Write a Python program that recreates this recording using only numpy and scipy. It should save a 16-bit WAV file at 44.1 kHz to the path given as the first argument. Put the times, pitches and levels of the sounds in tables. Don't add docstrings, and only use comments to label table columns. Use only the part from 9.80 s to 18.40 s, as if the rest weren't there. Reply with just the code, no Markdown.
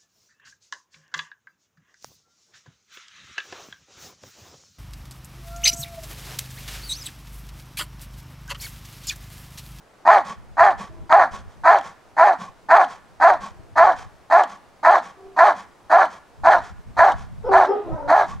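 import sys
import numpy as np
from scipy import signal
from scipy.fft import rfft, irfft
from scipy.io import wavfile
from scipy.ndimage import uniform_filter1d

SR = 44100
rng = np.random.default_rng(int(sys.argv[2]) if len(sys.argv) > 2 else 0)


def store_wav(level_fs):
    pcm = np.round(np.clip(np.atleast_2d(level_fs), -1, 1) * 32767)
    wavfile.write(sys.argv[1], SR, pcm.T.astype(np.int16))


def volts(x):
    e = np.asarray(x, float) / 20
    return 10 ** e


N = 379260

# f/Hz, width/Hz, relative level/dB
OTHER_THROAT = [(430, 247, 3.5), (765, 49, 4.5), (1100, 130, -8), (1620, 370, -42), (2680, 250, -37.5),
                (4520, 600, -30.5)]


def evened(x):
    return x / np.sqrt(np.mean(x ** 2) + 1e-20)


def read(points, hz):
    f, value = np.transpose(points)
    return np.interp(np.log(hz + 1), np.log(f + 1), value)


def add(mix, s, sound):
    part = mix[round(s * SR):][:len(sound)]
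    part += sound[:len(part)]


def wander(count, hz):
    return evened(signal.lfilter(*signal.butter(2, hz, fs=SR), rng.standard_normal(count)))


def hiss(colour, same, patchy_db):
    frames, hz = N // 256 + 5, np.fft.rfftfreq(1024, 1 / SR)
    a, b, c, d, patches = rng.standard_normal((frames, 513, 5)).T
    patches = uniform_filter1d(patches, size=8, axis=0)
    patches = evened(uniform_filter1d(patches, size=10, axis=1))
    same = np.clip(same, -1, 1)
    left = a + 1j * b
    right = same * left + np.sqrt(1 - same ** 2) * (c + 1j * d)
    z = np.array([left, right]) * volts(read(colour, hz)[:, None] + patchy_db * patches)
    return evened(signal.istft(z, nperseg=1024, noverlap=768)[1][:, :N])


def wind():
    # t/s, level/dB
    gusts = [(0, -87), (0.598, -43.5), (1.899, -47), (2.15, -59.5), (3.3, -59), (3.6, -49), (3.902, -46),
             (4.352, -47), (4.5, -64.5), (5.2, -58.5), (6.52, -64), (6.62, -35), (7.15, -41.5),
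             (7.7, -32.5), (7.951, -56), (8.131, -26.5), (8.4, -45), (8.6, -31)]
    # f/Hz, relative level/dB per Hz
    wind_colour = [(15, -14.5), (55, 3.5), (110, -4.5), (200, -9.5), (400, -37.5), (900, -62.5)]
    s, level_db = np.transpose(gusts)
    lumps_db = 4.5 * wander(N, 13)
    gust = volts(np.interp(np.arange(N) / SR, s, level_db) + lumps_db)
    return gust * hiss(wind_colour, -.72, patchy_db=1.5)


def field():
    # f/Hz, relative level/dB per Hz
    field_colour = [(150, -4), (350, -2), (800, -1.5), (1500, -8.5), (3000, -18), (6000, -22),
                    (9000, -26.5), (13000, -34), (15800, -40.5)]
    return volts(-53.5) * hiss(field_colour, 0.68, patchy_db=.8)


def resonate(x, hz, width):
    turn = np.exp(2j * np.pi * np.cumsum(hz * np.ones(len(x))) / SR)
    r = np.exp(-np.pi * width / SR)
    smooth = signal.lfilter([(1 - r) ** 2], [1, -2 * r, r * r], x / turn)
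    return 2 * (turn * smooth).real


def tract(x, modes, mouth=1):
    return sum((-1) ** k * volts(db) * resonate(x, f * mouth, w) for k, (f, w, db) in enumerate(modes))


def voice(rows, throat, jitter, throb_hz, breath, chest_db, low_hz):
    s, *columns = np.transpose(rows)
    t = np.arange(s[0], s[-1], 1 / SR)
    effort_db, hz, rough, mouth, half = (np.interp(t, s, c) for c in columns)
    rough = np.clip(rough, 0, 1)
    turns = np.cumsum(hz * (1 + jitter * rough * wander(len(t), 60))) / SR
    folds = 0
    for k in range(1, 9):
        partial = np.cos(2 * np.pi * k * turns + .5 * k ** 2)
        folds = folds + volts(8 * rough * wander(len(t), 35)) * partial
    throb_turns = np.cumsum(throb_hz * (1 + 0.331 * wander(len(t), 38.9))) / SR
    throb = np.cos(2 * np.pi * throb_turns + 2 * np.pi * rng.random())
    folds *= (1 + half * np.cos(np.pi * turns)) * (1 + rough * throb)
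    puff_shape = 1.5 + np.exp(-(turns % 1) / .5)
    puffs = puff_shape * rng.standard_normal(len(t)) * volts(1.1 * wander(len(t), 55))
    source = (1 - rough ** 2) * evened(folds) + (.5 + breath * rough ** 2) * evened(puffs)
    sound = tract(source, throat, mouth)
    sound = signal.sosfilt(signal.butter(4, low_hz, "high", fs=SR, output="sos"), sound)
    loudness = np.sqrt(uniform_filter1d(sound ** 2, size=800) + 1e-9)
    chest = volts(chest_db + effort_db / 2) * (1 + rough * throb) * np.sin(2 * np.pi * turns)
    return s[0], (volts(effort_db) * sound / loudness + chest) * signal.windows.tukey(len(t), .03)


def bark(start, break_s, shut_s, effort_db, late_hz):
    # f/Hz, width/Hz, relative level/dB
    near_throat = [(697.7, 222, 1.5), (921, 579, -4), (1480, 258, -13), (1720, 151, -9), (2190, 820, -33.5),
                   (3030, 170, -37), (4240, 1270, -31), (6080, 1120, -37), (8400, 5300, -48.5),
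                   (11500, 34000, -68.5)]
    stage_shape = [(.55, .9, 1), (.42, 1, 1.05), (.2, .3, 1.01), (.1, .05, .98), (.33, 1, 1.03),
                   (.36, 1.2, .98), (.58, .8, .94), (.7, .3, 1.08)]
    stage_db = [-22, -2.5, 0.5, 1.5, -2.5, -3.5, -13, -36.5]
    rise_s, clear_s, jump_s, close_s, groan_s = 0.02724, 0.02844, .014, 0.0288, .048
    broken = break_s + jump_s
    clears = max(break_s - clear_s, (rise_s + break_s) / 2)
    sags = max(shut_s - close_s, broken)
    s = start + np.array([0, rise_s, clears, break_s, broken, sags, shut_s, shut_s + groan_s])
    clear_hz = 344.9
    hz = [295.5, 324.64, .975 * clear_hz, clear_hz, 430, late_hz, .88 * late_hz, 204.5]
    rough, half, mouth = np.transpose(stage_shape)
    rough = rough * (1 + .04 * start)
    mouth = mouth * (1.031 - 0.0059 * start)
    stages = np.column_stack([s, effort_db + np.array(stage_db), hz, rough, mouth, half])
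    return voice(stages, near_throat, jitter=.06, throb_hz=85, breath=3.2, chest_db=-31, low_hz=260)


def snap(s, db):
    # f/Hz, width/Hz, relative level/dB
    teeth = [(3160, 800, 7.5), (6500, 4000, -9.5), (1200, 550, 6)]
    t = np.arange(900) / SR
    ring = tract(rng.standard_normal(len(t)) * np.exp(-t / 0.0042), teeth)
    return s, volts(db) * ring / abs(ring).max()


def gasp(s, flow_db, wheeze_db, rise=.045):
    # f/Hz, width/Hz, relative level/dB
    airway = [(740, 1220, 7), (1290, 1470, 6.5), (2554, 460, -5.5), (3134, 700, -3.5), (5740, 3760, -8.5),
              (10800, 4000, -38.5)]
    # f/Hz, width/Hz, relative level/dB
    windpipe = [(198, 67, -11), (1114, 98, -5)]
    t = np.arange(-rise, min(.13, N / SR - s), 1 / SR)
    air = rng.standard_normal(len(t)) * volts(1.6 * wander(len(t), 60))
    breath = volts(10.0) * evened(tract(air, airway))
    wheeze_gain = volts(wheeze_db - 3.5 - 2.7 * (t < -0.01) + 2 * wander(len(t), 40))
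    glide = 1 + 0.4 * np.clip(t, -rise, 0.03)
    wheeze = wheeze_gain * evened(tract(air, windpipe, glide))
    swell_db = np.where(t < 0, -14 * (t / rise) ** 2, -6 * t / 0.047 - 9 * (t / 0.069) ** 4)
    return s - rise, volts(flow_db + swell_db) * (breath + wheeze) * signal.windows.tukey(len(t), .1)


def whine(start, length, effort_db, hz):
    edge_db, mouth = effort_db - 8, 1.86 * hz / OTHER_THROAT[1][0]
    rows = [(start, edge_db, hz, mouth),
            (start + length / 2, effort_db, hz, mouth),
            (start + length, edge_db, hz, mouth)]
    return yelp(rows, rough=.3)


def yelp(rows, rough):
    stages = [(s, db, hz, rough, mouth, 0) for s, db, hz, mouth in rows]
    return voice(stages, OTHER_THROAT, jitter=.04, throb_hz=57, breath=2.5, chest_db=-45, low_hz=200)


def ports(x, lead_rad):
    # f/Hz, side against mid level/dB
    side_colour = [(200, -24.5), (700, -27.5), (1300, -16.5), (10000, -12.5)]
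    hz = np.fft.rfftfreq(N, 1 / SR)
    side = irfft(rfft(x) * volts(read(side_colour, hz)) * np.exp(1j * lead_rad), N)
    return np.array([x + side, x - side])


def echoes(x):
    # f/Hz, time to fall 60 dB/s
    echo_decay = [(300, 0.15), (1000, 0.43), (3000, 0.61), (8000, 0.057)]
    taps = np.zeros((2, SR))
    at = np.arange(300, SR - 20, 20) + rng.integers(0, 20, (2, (SR - 301) // 20))
    np.put_along_axis(taps, at, rng.choice([-1., 1.], at.shape), 1)
    taps[1] = .8 * taps[0] + .6 * taps[1]
    hz, t, z = signal.stft(taps, SR, nperseg=256)
    fade = volts(-60 * t / read(echo_decay, hz)[:, None])
    tail = signal.istft(z * fade, SR, nperseg=256)[1]
    return signal.fftconvolve(x[None], tail / np.linalg.norm(tail[0]), axes=1)[:, :N]


def scene():
    # start t/s, time until the voice breaks/s, time until the jaws shut/s, effort level/dB,
    # pitch after the break f/Hz
    barks = [(0.25, 0.052, 0.15, -7.5, 393.4), (0.768, 0.057, 0.15, -8.5, 384),
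             (1.293, 0.059, 0.16, -8, 324.4), (1.835, 0.069, 0.15, -8.5, 393),
             (2.365, 0.069, 0.17, -9, 374.5), (2.885, .06, 0.16, -8, 357), (3.398, 0.072, 0.15, -8.5, 380),
             (3.955, 0.075, 0.17, -8.5, 360.7), (4.498, 0.065, 0.14, -9, 389),
             (5.028, 0.071, 0.16, -9, 375.2), (5.563, .07, 0.16, -8.5, 377), (6.095, 0.068, 0.16, -9, 358),
             (6.633, 0.058, 0.15, -8.5, 363.4), (7.166, .068, .153, -9, 357),
             (7.711, 0.053, 0.15, -9, 337.3), (8.275, .066, 0.17, -11, 407)]
    # peak t/s, flow level before a fixed lift of the hiss/dB, wheeze level before a trim/dB
    gasps = [(0.485, -45.5, 14.5), (1.016, -47.5, 13), (1.549, -48, 11.5), (1.719, -65, -15),
             (2.063, -49, 11), (2.625, -48, 19), (3.116, -50.5, 4.5), (3.644, -47.5, 15.5),
             (4.196, -49.5, 0.5), (4.713, -51.5, 14), (5.259, -51.5, 10.5), (5.786, -51, 12),
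             (6.327, -52.5, 10.5), (6.853, -51.5, -8.5), (7.395, -53.5, 6.5), (8.501, -51, 16.5)]
    # t/s, peak level/dB
    snaps = [(0.3835, -25), (0.9053, -30), (1.9859, -27), (2.0108, -35), (3.043, -28), (3.5359, -30),
             (4.1205, -33), (4.6354, -28), (5.1826, -32), (6.2537, -32), (7.3193, -27), (7.8544, -35)]
    # start t/s, length/s, effort level/dB, pitch f/Hz
    whines = [(1.093, .17, -45, 339), (3.727, 0.15, -49.5, 345.6), (5.367, .19, -46, 386)]
    # t/s, effort level/dB, pitch f/Hz, mouth [factor on throat]
    yelps = [
        [(7.63, -51.5, 440, 1.6), (7.65, -26.5, 486.3, 1.1), (7.68, -23.5, 502.7, 1.3),
         (7.695, -20.5, 389.7, 1), (7.74, -24.5, 383.3, 1), (7.8, -32, 370, 0.93)],
        [(7.86, -41, 375, 1.1), (7.9, -17.5, 392, 1.2), (7.925, -23, 430, 1.1), (7.965, -26, 413.4, 0.81),
         (8.01, -40.5, 354, 0.83), (8.045, -43.5, 352, .9)],
        [(8.045, -40, 361.4, .9), (8.08, -26.5, 342, 0.8), (8.11, -35.5, 305.8, 1.1), (8.16, -34, 320.6, 1.4),
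         (8.19, -35, 295.5, 1.1), (8.225, -35, 284.7, 1.3), (8.32, -35, 308.5, 0.94)],
    ]
    near, other = np.zeros((2, N))
    for row in barks:
        add(near, *bark(*row))
    for row in gasps:
        add(near, *gasp(*row))
    for row in snaps:
        add(near, *snap(*row))
    for row in whines:
        add(other, *whine(*row))
    for rows in yelps:
        add(other, *yelp(rows, rough=.33))
    echoed = echoes(volts(-23.5) * near + volts(-3.0) * other)
    dogs = ports(near, 2.04) + ports(other, 1.2) + echoed
    return dogs + wind() + field()


def band_limit(x):
    return signal.sosfilt(signal.butter(12, 15800, fs=SR, output="sos"), x)


def record(dry):
    whistle = volts(-92) * np.sin(2 * np.pi * 15734 * np.arange(N) / SR)
    x = dry + whistle
    rounded = x / (1 + x ** 6) ** (1 / 6)
    return band_limit(rounded)


dry = scene()
out = record(dry)
store_wav(out)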